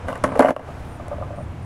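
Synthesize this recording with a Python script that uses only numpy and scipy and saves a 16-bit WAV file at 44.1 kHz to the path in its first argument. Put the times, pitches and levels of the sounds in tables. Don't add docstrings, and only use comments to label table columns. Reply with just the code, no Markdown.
import sys
import numpy as np
from scipy import signal
from scipy.fft import rfft, irfft
from scipy.io import wavfile
from scipy.ndimage import uniform_filter1d, minimum_filter1d

SR = 44100
rng = np.random.default_rng(int(sys.argv[2]) if len(sys.argv) > 2 else 0)


def pcm_store(signal):
    levels = np.round(np.clip(np.atleast_2d(signal), -1, 1) * 32767)
    wavfile.write(sys.argv[1], SR, levels.astype(np.int16).T)


N = 72765

BLOWS = [(0.083, -22.5, 664, 9.5, 1.18, -11, -4, -12), (0.090, -22, 570, -2, 1.8, -19, -26, -27),
         (0.128, -21.5, 570, -7, 1.15, -16, -1, 3.5), (0.1548, -32.5, 1900, 13, 1.06, -4, -13, 3),
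         (0.2385, -10, 1170, -3.5, 1.58, -10.5, -5.5, -20), (0.2404, -10, 622, 5.5, 1.19, -8, 7.5, -8),
         (0.244, -16.5, 1235, 2.5, 0.8, -36, 13, -26), (0.319, -23, 615, 3, 1.96, -42, 6.5, -29),
         (0.354, -15.5, 764, 2, 0.95, -30, -9, -19), (0.3608, -13, 515, -9, 1.2, -27, -24, -14),
         (0.374, -15, 550, -3, 0.78, -21, -16, -15), (0.3942, 4.5, 646, -7, 1.04, -27, -15, -23),
         (0.3973, 5.5, 938, 0.5, 1.1, -42, 0.5, -17), (0.4058, 11.5, 514, -2.5, 1.1, -43, -9, -12.5),
         (0.4219, 4, 620, 2.5, 1.9, -24.5, -5, -9.5), (0.4466, 9, 612, -3, 0.93, -38, -6, -15),
         (0.4569, -0.5, 727, 7, 0.66, -40, -17, -5), (0.469, -2, 580, 1, 1.65, -41, -11, -10.5),
         (0.4835, 1.5, 627, 4, 1.1, -43, -7, -14), (0.489, 3, 558, 0.5, 0.81, -37, -27, -12),
         (0.4938, -4.5, 830, -13.5, 0.64, -30, 13, -11), (0.506, 3.5, 614, 1, 0.73, -20, 7.5, -11.5),
         (0.5638, -6, 596, -3, 0.6, -21.5, -5, -1), (0.5939, -17, 615, -0.5, 1.04, -26, -24, -6.5)]
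# (frequency [Hz], level [dB], base t60 [s])
DECK_MODES = [(272.3, -18.5, 0.13), (319, -22, 0.06), (469, -14.5, 0.081), (529, -13.5, 0.062),
              (585.3, -7, 0.048), (622, -12.5, 0.065), (699, -8, 0.059), (866, -14, 0.064),
              (1009, -10.5, 0.048), (1141, -9, 0.034), (1230, -20, 0.015), (1524, -16.5, 0.045),
              (2062, -25, 0.045), (2876, -35, 0.049)]
# (frequency [Hz], level [dB], base t60 [s])
AXLE_MODES = [(1118, -0.5, 0.038), (1254, 1.5, 0.017), (2795, -2.5, 0.013)]
# (frequency [Hz], relative level [dB])
RATTLE_SPECTRUM = [(60, -19), (220, -15), (390, -16), (600, -14), (900, -9), (1200, 3.5), (2000, -3),
                   (3000, -20), (3500, -30), (10000, -28.5), (16000, -68)]
# (frequency [Hz], relative level [dB])
TICK_SPECTRUM = [(300, 12.5), (2000, 9), (3700, -6), (6000, -2.5), (9000, -4), (10800, -1.5), (12500, -30),
                 (16000, -32)]
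# (time [s], level [dB])
ROLL_LEVEL = [(0, -56), (0.06, -42), (0.09, -29), (0.15, -35), (0.21, -51.5), (0.275, -28), (0.38, -37.5),
              (0.50, -13.5), (0.535, -73), (0.62, -32.5), (0.70, -53), (0.93, -52), (1.08, -42),
              (1.24, -41.5), (1.39, -50), (1.46, -66), (1.65, -80)]
# (time [s], level [dB], brightness [dB/octave])
TRUCK_CLUNKS = [(0.687, -30.5, 6.5), (0.998, -28.5, 6), (1.0823, -31, -1), (1.1144, -21, -0.5),
                (1.118, -23.5, -18), (1.130, -22, 0), (1.183, -23, -14), (1.2125, -23, -17),
                (1.2235, -23, 9), (1.305, -25, -4), (1.336, -28.5, 0), (1.375, -29, -7), (1.384, -24.5, 1),
                (1.405, -25.5, -33)]
# (frequency [Hz], level [dB], base t60 [s])
TRUCK_MODES = [(601, 5, 0.042), (682, -4.5, 0.085), (1038, -14, 0.059), (1196, -6, 0.036)]
# (time [s], level [dB])
GRIT_SNAPS = [(0.102, -39), (0.1575, -41), (0.1775, -39), (0.3934, -16), (0.4058, -15), (0.4265, -23),
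              (0.494, -22), (0.5637, -29), (1.0823, -34)]
# (frequency [Hz], relative level [dB])
SNAP_SPECTRUM = [(400, 4.5), (3000, -16), (4500, -1.5), (7500, -4), (11000, 1.5), (12500, -33),
                 (16000, -15)]
# (time [s], level [dB])
RASP_LEVEL = [(0, -79), (0.061, -67), (0.086, -51), (0.136, -55), (0.21, -71), (0.255, -52), (0.32, -75),
              (0.385, -52), (0.405, -30), (0.45, -35.5), (0.50, -33), (0.535, -55), (0.67, -60),
              (0.89, -55.5), (1.06, -63.5), (1.65, -65)]
# (frequency [Hz], relative level [dB])
RASP_SPECTRUM = [(1000, 6), (3700, -3.5), (7000, -9), (11200, -4), (12500, -11), (15000, -18), (16500, -15)]
# (frequency [Hz], relative level [dB])
WIND_SPECTRUM = [(15, -20), (30, -25), (55, -8), (78, 2), (110, -1), (160, -8.5), (205, -14.5),
                 (265, -15.5), (350, -17.5), (700, -96), (3000, -91)]
# (time [s], level [dB])
WIND_LEVEL = [(0, -37), (0.2, -34), (0.35, -40), (0.47, -37), (0.65, -35), (0.78, -34.5), (0.95, -35.5),
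              (1.1, -33.5), (1.3, -32.5), (1.52, -32), (1.65, -34.5)]
# (frequency [Hz], relative level [dB])
HISS_SPECTRUM = [(30, 10), (300, 1.5), (700, 4.5), (1500, -4.5), (2500, -11.5), (4300, -23), (7500, -26.5),
                 (9400, -29.5), (11500, -38), (13000, -43), (16000, -48)]
# (time [s], level [dB])
HISS_LEVEL = [(0, -37.5), (0.66, -38), (0.95, -40), (1.25, -41), (1.65, -41.5)]
# (time [s], level [dB])
INSECT_CHIRPS = [(0.266, -60), (0.888, -60), (1.356, -60), (1.622, -59.5)]
# (frequency [Hz], relative level [dB])
CHIRP_SPECTRUM = [(7500, -50), (8700, -12), (9100, -10), (9500, -14), (10800, -55)]


def board_blow(db, knock_hz, tilt_db, ring, tick_db, thump_db, clack_db):
    t = np.arange(SR // 4) / SR
    knock_peak_s, thump_hz = 0.0024, 248
    swell = (t / knock_peak_s * np.exp(1 - t / knock_peak_s)) ** 2
    knock = amp(-2.5) * swell * np.sin(2 * np.pi * knock_hz * t)
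    rattle = amp(-12.5 + tilt_db) * noise(RATTLE_SPECTRUM, len(t)) * fade(t, 0.035 * ring)
    struck = [(hz * (1 + 0.017 * rng.normal()), mode_db + 2.5 * rng.normal(), t60)
              for hz, mode_db, t60 in DECK_MODES]
    wood = (ringing(struck, t, tilt_db, ring) + rattle) * onset(t, rise_s=0.0019)
    clack = amp(clack_db) * ringing(AXLE_MODES, t, tilt_db=0, ring=0.66) * onset(t, rise_s=0.0016)
    tick_decay = fade(t, 0.011 * ring) + amp(-14.5) * fade(t, 0.081 * ring)
    tick = amp(tick_db) * grains(TICK_SPECTRUM, len(t), spread_db=6) * tick_decay
    thump_shape = fade(t, 0.025 * ring) * onset(t, rise_s=0.005)
    thump = amp(thump_db) * np.sin(2 * np.pi * thump_hz * t) * thump_shape
    return amp(db) * (knock + wood + clack + tick + thump)


def ringing(modes, t, tilt_db, ring):
    pivot_hz = 600
    return sum(amp(db + tilt_db * np.log2(hz / pivot_hz))
               * fade(t, t60 * ring) * np.sin(2 * np.pi * hz * t)
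               for hz, db, t60 in modes)


def deck_antiresonance(x):
    dip_hz, width_hz, share = 385, 67, 0.94
    b, a = signal.iirnotch(dip_hz, dip_hz / width_hz, fs=SR)
    return (1 - share) * x + share * signal.lfilter(b, a, x)


def rolling():
    grains_per_s, spread_db = 1000, 3.5
    sizes = amp(spread_db * np.minimum(rng.exponential(1, N), 4))
    grit = sizes * rng.choice([-1., 1.], N) * (rng.random(N) < grains_per_s / SR)
    deck_tap = ringing(DECK_MODES, np.arange(SR // 4) / SR, tilt_db=3.0, ring=0.58)
    body = unit(signal.fftconvolve(grit, deck_tap)[:N])
    crunch = amp(-19) * colour(grit, TICK_SPECTRUM)
    return level(ROLL_LEVEL) * (body + crunch)


def truck_clunk(db, tilt_db):
    t = np.arange(SR // 4) / SR
    return amp(db) * ringing(TRUCK_MODES, t, tilt_db, ring=0.98) * onset(t, rise_s=0.002)


def grit_snap(db):
    t = np.arange(2048) / SR
    return amp(db) * noise(SNAP_SPECTRUM, len(t)) * fade(t, t60=0.0071) * onset(t, rise_s=0.00041)


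def rasp_and_hiss():
    clumps_db = unit(uniform_filter1d(rng.standard_normal(N), size=120))
    rasp = grains(RASP_SPECTRUM, N, spread_db=30)
    return level(RASP_LEVEL) * unit(rasp * amp(clumps_db))


def echoes(x):
    t = np.arange(SR // 2) / SR
    echoes_per_s, delay_s, echo_db = 2000, 0.006, -14.5
    taps = rng.standard_normal(len(t)) * (rng.random(len(t)) < echoes_per_s / SR)
    taps *= fade(t, t60=0.097) * (t > delay_s)
    return amp(echo_db) * signal.fftconvolve(x, taps / np.linalg.norm(taps))[:N]


def open_air():
    wind = level(WIND_LEVEL) * noise(WIND_SPECTRUM, N)
    hiss = level(HISS_LEVEL) * noise(HISS_SPECTRUM, N)
    return wind + hiss


def insect_chirp(db):
    length_s, pulses_per_s, depth = 0.091, 60, 0.54
    t = np.arange(0, length_s, 1 / SR)
    throb = 1 - depth * np.cos(np.pi * pulses_per_s * t) ** 2
    arch = np.sin(np.pi * t / length_s) ** 0.19
    return amp(db) * noise(CHIRP_SPECTRUM, SR // 4)[:len(t)] * throb * arch


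def amp(db):
    return 10 ** (np.asarray(db) / 20)


def unit(x):
    return x / np.sqrt(np.mean(x ** 2) + 1e-20)


def level(points):
    return amp(np.interp(np.arange(N) / SR, *np.transpose(points)))


def colour(x, spectrum):
    hz, db = np.transpose(spectrum)
    bin_hz = np.fft.rfftfreq(len(x), 1 / SR)
    gain = amp(np.interp(np.log(bin_hz + 1), np.log(hz), db))
    return unit(irfft(rfft(x) * gain, len(x)))


def noise(spectrum, size):
    return colour(rng.standard_normal(size), spectrum)


def grains(spectrum, size, spread_db):
    return colour(rng.standard_normal(size) * amp(spread_db * rng.uniform(-0.64, 1, size)), spectrum)


def onset(t, rise_s):
    return 1 - np.exp(-t / rise_s)


def fade(t, t60):
    return np.exp(-np.log(1000) * t / max(t60, 1e-4))


def add(mix, s, sound):
    part = mix[max(round(s * SR), 0):][:len(sound)]
    part += sound[:len(part)]


def scene():
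    board = rolling() + rasp_and_hiss()
    background = open_air()
    for s, *blow in BLOWS:
        add(board, s, board_blow(*blow))
    for s, db, tilt_db in TRUCK_CLUNKS:
        add(board, s, truck_clunk(db, tilt_db))
    for s, db in GRIT_SNAPS:
        add(board, s, grit_snap(db))
    for s, db in INSECT_CHIRPS:
        add(background, s, insect_chirp(db))
    board = deck_antiresonance(board)
    return (board + echoes(board) + background)[None]


def record(dry, threshold_db=-1.0, hold_s=0.11, recover_db_per_s=115, attack_s=0.00025):
    over_db = np.maximum(20 * np.log10(abs(dry[0]) + 1e-9) - threshold_db, 0)
    half_hold = int(hold_s * SR / 2)
    held_db = -minimum_filter1d(-over_db, 2 * half_hold + 1, origin=half_hold, mode="constant")
    recovery_db = recover_db_per_s * np.arange(N) / SR
    duck_db = np.maximum.accumulate(held_db + recovery_db) - recovery_db
    pole = np.exp(-1 / (attack_s * SR))
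    ducked = dry * amp(-signal.lfilter([1 - pole], [1, -pole], duck_db))
    rounded = ducked / (1 + ducked ** 4) ** .25
    lowpass = signal.firwin(511, cutoff=16200, window=("kaiser", 9), fs=SR)
    return signal.oaconvolve(rounded, lowpass[None], "same")


dry = scene()
out = record(dry)
pcm_store(out)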